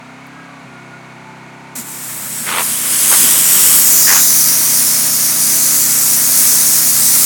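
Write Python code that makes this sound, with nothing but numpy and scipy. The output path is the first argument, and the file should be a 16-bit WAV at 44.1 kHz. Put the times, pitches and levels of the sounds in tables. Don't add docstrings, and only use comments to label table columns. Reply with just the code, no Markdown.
import sys
import numpy as np
from scipy import signal
from scipy.fft import rfft, irfft, next_fast_len
from scipy.io import wavfile
from scipy.ndimage import uniform_filter1d, map_coordinates

SR = 44100
rng = np.random.default_rng(int(sys.argv[2]) if len(sys.argv) > 2 else 0)


def to_wav(s):
    ch = np.atleast_2d(s).T
    pcm = np.round(np.clip(ch, -1, 1) * 32767)
    wavfile.write(sys.argv[1], SR, pcm.astype(np.int16))


N = 319725
TIME = np.arange(N) / SR
TRIGGER_S = 1.752
FENCE_S, FENCE_PASS_S = 3, 1.23
CORNER_S, CORNER_PASS_S = 3.764, 0.36


def amp(db):
    return 10 ** (np.asarray(db) / 20)


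def unit(x):
    return x / np.sqrt(np.mean(x ** 2) + 1e-20)


def curves(rows):
    s, *cols = np.transpose(rows)
    return [np.interp(TIME, s, c) for c in cols]


def ramp(start, length):
    return np.clip((TIME - start) / length, 0, 1)


def wobble(rate):
    coarse = np.linspace(0, N / SR, num=4000)
    knots = rng.standard_normal(int(N * rate / SR) + 4)
    return np.interp(TIME, coarse, map_coordinates(knots, [coarse * rate]))


def filtered(x, response):
    m = next_fast_len(N + 8192)
    return irfft(rfft(x, m) * response(np.fft.rfftfreq(m, 1 / SR)), m)[:N]


def coloured(x, points, peaks=()):
    f, db = np.transpose(points)
    bumps = lambda hz: sum(lift / (1 + (2 * (hz - centre) / width) ** 2) for centre, width, lift in peaks)
    return unit(filtered(x, lambda hz: amp(np.interp(np.log(hz + 1), np.log(f), db) + bumps(hz))))


def noise():
    return rng.standard_normal(N)


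def throb(turns, depth_db):
    return unit(amp(depth_db * np.cos(2 * np.pi * turns)))


def patches(shape, bins, frames):
    field = uniform_filter1d(rng.standard_normal(shape), bins, axis=0)
    return unit(uniform_filter1d(field, frames, axis=1))


def narrow_noise(centre_hz, half_width_hz):
    return unit(filtered(noise(), lambda hz: 1 / (1 + ((hz - centre_hz) / half_width_hz) ** 2)))


# multiple of firing rate, relative level/dB
ORDERS_REVVING = [(1, -41), (2, -24), (3, -25), (4, -6), (5, -5.5), (6, -13), (7, -6.5), (8, -0.5),
                  (9, -13), (10, -23), (11, -27), (12, -19), (13, -12.5)]
ORDERS_FREE = [(1, -29), (2, -21), (3, -22), (4, 0), (5, 0), (6, -5), (7, -1.5), (8, -1.5), (9, -10),
               (10, -12), (11, -5.5), (12, -8), (13, -13.5)]
ORDERS_LOADED = [(1, -50), (2, -41), (3, -16), (4, -1), (5, 2.5), (6, -13), (7, 0.5), (8, 3.5), (9, -15),
                 (10, -2), (11, -13), (12, -16), (13, -18)]

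def exhaust(cycle, gap_cycles=0.38, dispersion=0.04026):
    settled, load = ramp(0.6, 0.12), ramp(TRIGGER_S + 0.27, 0.61)
    hum = np.zeros(N)
    for (order, rev_db), (_, free_db), (_, loaded_db) in zip(ORDERS_REVVING, ORDERS_FREE, ORDERS_LOADED):
        db = rev_db + settled * (free_db - rev_db) + load * (loaded_db - free_db)
        pair = 1 + 0.85 * np.exp(-2j * np.pi * order * gap_cycles)
        lag = dispersion * order ** 2
        hum += amp(db + 0.97 * wobble(7)) * np.sin(2 * np.pi * (order * cycle - lag) + np.angle(pair))
    steady = hum / np.sqrt(abs(uniform_filter1d(hum ** 2, size=SR // 4)))
    return amp(-39.5 + 2 * load) * steady


# f/Hz, relative level/dB
CASING_SPECTRUM = [(190, -34), (330, -15), (450, -16), (650, -8.5), (900, -7.5), (1300, -9.5),
                   (1800, -12.5), (2400, -12.5), (3000, -21), (4200, -23), (5300, -29.5), (6400, -26),
                   (8500, -32), (11000, -37.5), (13000, -48), (16000, -66)]
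# f/Hz, width/Hz, lift/dB
PANEL_MODES = [(920, 30, 4.2), (1470, 64, 2.5), (2190, 100, 4.9)]

def clatter(cycle, loose_above_hz=2980, size=1400):
    pattern = unit(map_coordinates(rng.standard_normal(size), [cycle % 1 * size], mode="grid-wrap"))
    share = lambda hz: 0.6 / (1 + (hz / loose_above_hz) ** 2)
    regular = filtered(pattern, lambda hz: np.sqrt(share(hz)))
    loose = filtered(noise(), lambda hz: np.sqrt(1 - share(hz)))
    knocks = (regular + loose) * throb(2 * cycle, depth_db=0.2)
    return amp(-38) * coloured(knocks, CASING_SPECTRUM, PANEL_MODES)


# t/s, f/Hz
FIRING_RATE = [(0, 31), (.3, 34), (.55, 33.8), (.75, 32.1), (.86, 32.8), (1.23, 32.3), (1.7, 33.4),
               (1.92, 33.3), (2.15, 30.1), (2.35, 30.4), (2.6, 29.6), (3.1, 30.6), (3.55, 31.05),
               (4.5, 31.1), (5.3, 30.9), (6.4, 31.08), (7.25, 31)]

def engine():
    firing_hz, = curves(FIRING_RATE)
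    cycle = np.cumsum(firing_hz) / SR
    clear = ramp(FENCE_S, FENCE_PASS_S)
    return amp(3.5 * clear) * exhaust(cycle) + amp(2.5 * clear) * clatter(cycle) + whines(cycle)


# f/Hz, relative level/dB
AIR_SPECTRUM = [(20, -33), (60, -17), (130, -3), (300, 2), (600, -6), (2000, -33)]

def outdoor_air():
    return amp(-51) * coloured(noise(), AIR_SPECTRUM)


# t/s, level/dB
HAND_TOUCHES = [(.106, -62), (.27, -48)]
# f/Hz, relative level/dB
TOUCH_SPECTRUM = [(5000, -25), (9000, -6), (12000, -2), (13500, -10), (15200, 0), (16500, -20)]

def ticks():
    touch = sum(amp(db) * np.exp(-abs(TIME - t) / 0.005) for t, db in HAND_TOUCHES)
    return touch * coloured(noise(), TOUCH_SPECTRUM)


# middle t/s, half length/s, multiple of firing rate, level/dB
PANEL_WHINES = [(.24, 0.038, 67, -43), (.41, 0.16, 48, -47.5), (.42, 0.12, 38, -49), (.54, 0.065, 34, -45),
                (0.852, 0.27, 44, -47.5), (1.0, .2, 68, -50), (1.62, 0.45, 27, -44.5),
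                (5.7, 1.8, 21, -48.5), (5.7, 2.1, 18, -50.5), (5.3, 2.6, 41, -47)]

def whines(cycle, flutter_db=3):
    out = np.zeros(N)
    for t, half_length, order, db in PANEL_WHINES:
        swell = np.exp(-((TIME - t) / half_length) ** 4) * amp(db + flutter_db * wobble(18))
        out += swell * np.sqrt(2) * np.sin(2 * np.pi * order * cycle + wobble(20))
    return out


# middle t/s, half length/s, level/dB, f/Hz
LOW_PUFFS = [(.67, 0.039, -43, 165), (1.81, 0.043, -32.5, 230), (2.28, 0.11, -39, 183),
             (2.45, 0.058, -37, 216), (2.7, .07, -48, 85), (3.17, .06, -56, 70), (3.66, .05, -43, 60),
             (4.16, .05, -48, 70), (5.55, 0.033, -33, 330.6)]

def puffs():
    out = np.zeros(N)
    for t, half_length, db, hz in LOW_PUFFS:
        swell = amp(db) * np.exp(-((TIME - t) / half_length) ** 2)
        out += swell * narrow_noise(hz, half_width_hz=30)
    return out


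def nozzle(start_hz=44.73, full_hz=91, spin_up_s=0.25):
    since = np.maximum(TIME - TRIGGER_S, 0)
    spin_hz = full_hz + (start_hz - full_hz) * np.exp(-since / spin_up_s)
    return np.cumsum(spin_hz + 2.54 * wobble(10)) / SR


# f/Hz, relative level/dB
HISS_SPECTRUM = [(3000, -43), (5500, -29), (6700, -7.5), (7600, -2), (8800, 0), (10700, -.5), (12000, -2),
                 (13500, -10.5), (16000, -33)]
BODY_SPECTRUM = [(2000, -43), (3400, -16.5), (4400, -5), (5200, -0.5), (6100, 1.5), (7000, 1), (8000, -6.5),
                 (10000, -26)]
FIZZ_SPECTRUM = [(9000, -32), (11500, -20), (12800, 0), (14500, 1), (16200, -0.5), (17300, -1)]
# t/s, level/dB against the hiss
FIZZ_LEVEL = [(1.75, -4), (2.2, -1), (2.55, -6), (3.2, -4.5), (3.62, -2.5), (3.85, 1.8), (4.4, 0.5),
              (4.7, -2), (5.7, -3), (6.3, -.4), (7.25, -.8)]

def jet(turns, jet_db):
    body_db = -8.5 + 4 * ramp(CORNER_S, CORNER_PASS_S)
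    fizz_db, = curves(FIZZ_LEVEL)
    hiss = coloured(noise(), HISS_SPECTRUM)
    body = amp(body_db) * coloured(noise(), BODY_SPECTRUM)
    fizz = amp(fizz_db) * coloured(noise(), FIZZ_SPECTRUM)
    rush = ground_echo(lance_sweep(hiss + body + fizz))
    return amp(jet_db + 0.14 + 0.45 * wobble(28)) * throb(turns, depth_db=0.55) * rush


def ground_echo(x, first_notch_hz=592.1, strength=0.08):
    notch_hz = first_notch_hz * np.exp(0.052 * wobble(2.5))
    late = map_coordinates(x, [np.arange(N) - SR / (2 * notch_hz)], mode="nearest")
    return (x + strength * late) / np.hypot(1, strength)


# t/s, f/Hz, lift/dB
LANCE_PEAK = [(1.75, 7500, 3.5), (2.35, 8200, 3.5), (2.7, 10000, 0), (3.15, 9100, 0.5), (3.4, 7450, 2.5),
              (3.75, 7950, 2.5), (3.98, 6700, 2.4), (4.16, 6800, 5.5), (4.65, 5700, 1.5), (5.4, 5600, 2),
              (5.9, 7140, 2), (6.2, 6100, 1.5), (7.25, 6100, 0.5)]

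def lance_sweep(x, peak_octaves=0.27, notch_octaves=0.16):
    hz, t, spectrum = signal.stft(x, SR, nperseg=512)
    bell = lambda centre, octaves: np.exp(-(np.log2((hz[:, None] + 1) / centre) / octaves) ** 2)
    times, *columns = np.transpose(LANCE_PEAK)
    peak_hz, peak_db = (np.interp(t, times, column) for column in columns)
    corner_hz, corner_db = corner_band(t)
    db = peak_db * (bell(peak_hz, peak_octaves) - 0.93 * bell(1.28 * peak_hz, notch_octaves))
    db += corner_db * bell(corner_hz, peak_octaves)
    db += 1.2 * patches(spectrum.shape, bins=6, frames=14)
    db += 0.82 * patches(spectrum.shape, bins=7, frames=90)
    return signal.istft(spectrum * amp(db), SR, nperseg=512)[1][:N]


# f/Hz, relative level/dB
SPLASH_SPECTRUM = [(60, -38), (110, -7), (220, 2.5), (450, -3), (600, -2), (780, -6), (1050, 0), (2100, 2),
                   (3000, -2.5), (4000, -1.5), (6000, -12), (9000, -37)]

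def splash(turns, jet_db):
    db = -16 + 0.72 * jet_db - 1.5 * ramp(CORNER_S, CORNER_PASS_S)
    ringing = ramp(2.2, 0.8) * (1 - ramp(3.7, 0.26))
    ring = amp(-3) * ringing * narrow_noise(3150, half_width_hz=520)
    roar = coloured(noise(), SPLASH_SPECTRUM) + ring
    return amp(db + 0.69 * wobble(20)) * throb(turns, depth_db=0.9) * roar


# t/s, level/dB
JET_LEVEL = [(1.84, -35.5), (1.88, -31), (2.56, -22), (2.64, -17.5), (2.8, -19), (3.19, -9), (3.42, -12.5),
             (3.57, -10), (3.72, -10), (3.84, -12), (5.3, -15.5), (5.65, -13.5), (6.25, -15), (6.42, -12.5),
             (6.95, -15), (7.04, -13.5), (7.25, -12.5)]

def spray(turns, spurt_db=9, hold_s=0.048, fall_s=0.038):
    spurt = 1 - ramp(TRIGGER_S + hold_s, fall_s)
    jet_db = curves(JET_LEVEL)[0] + spurt_db * spurt
    return ramp(TRIGGER_S, 0.0043) * (jet(turns, jet_db) + splash(turns, jet_db))


# start t/s, end t/s, level/dB, resonance f/Hz, lift/dB
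HOLLOW_HITS = [(2.461, 2.494, -21.5, 1800, 8), (2.484, 2.562, -18.5, 1240, 8), (2.553, 2.621, -18, 1050, 7),
               (3.108, 3.157, -18, 1140, 6), (4.072, 4.14, -16.5, 1720, 14.5),
               (4.093, 4.176, -22.5, 980, 14), (4.14, 4.206, -21.5, 1550, 10)]
# f/Hz, relative level/dB
HOLLOW_SPECTRUM = [(150, -31), (400, -0.5), (700, -2.5), (950, 1.5), (2200, 3.5), (3500, 0), (5000, -9),
                   (9000, -37)]

def rasps(turns):
    slaps = 1 + 2.1 * np.exp(-(turns % 1) / 0.16)
    beat = unit(slaps * amp(1.2 * wobble(90)))
    out = np.zeros(N)
    for start, end, db, hz, lift_db in HOLLOW_HITS:
        fade = 0.29 * (end - start)
        contact = ramp(start - fade / 2, fade) * (1 - ramp(end - fade / 2, fade))
        out += amp(db) * contact * coloured(noise() * beat, HOLLOW_SPECTRUM, [(hz, 750, lift_db)])
    return out


def corner_band(t, start_hz=13400, halving_s=0.18, lift_db=4, length_s=0.67):
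    since = np.clip(t - CORNER_S, 0, length_s)
    return start_hz / (1 + since / halving_s), lift_db * np.sin(np.pi * since / length_s)


def scene():
    motor = engine()
    turns = nozzle()
    return (motor + spray(turns) + rasps(turns) + puffs() + ticks() + outdoor_air())[None]


def record(dry):
    clipped = np.clip(dry[0], -1.1, 1.1)
    return filtered(clipped, lambda hz: 1 / (1 + (hz / 17330) ** 400))[None]


dry = scene()
out = record(dry)
to_wav(out)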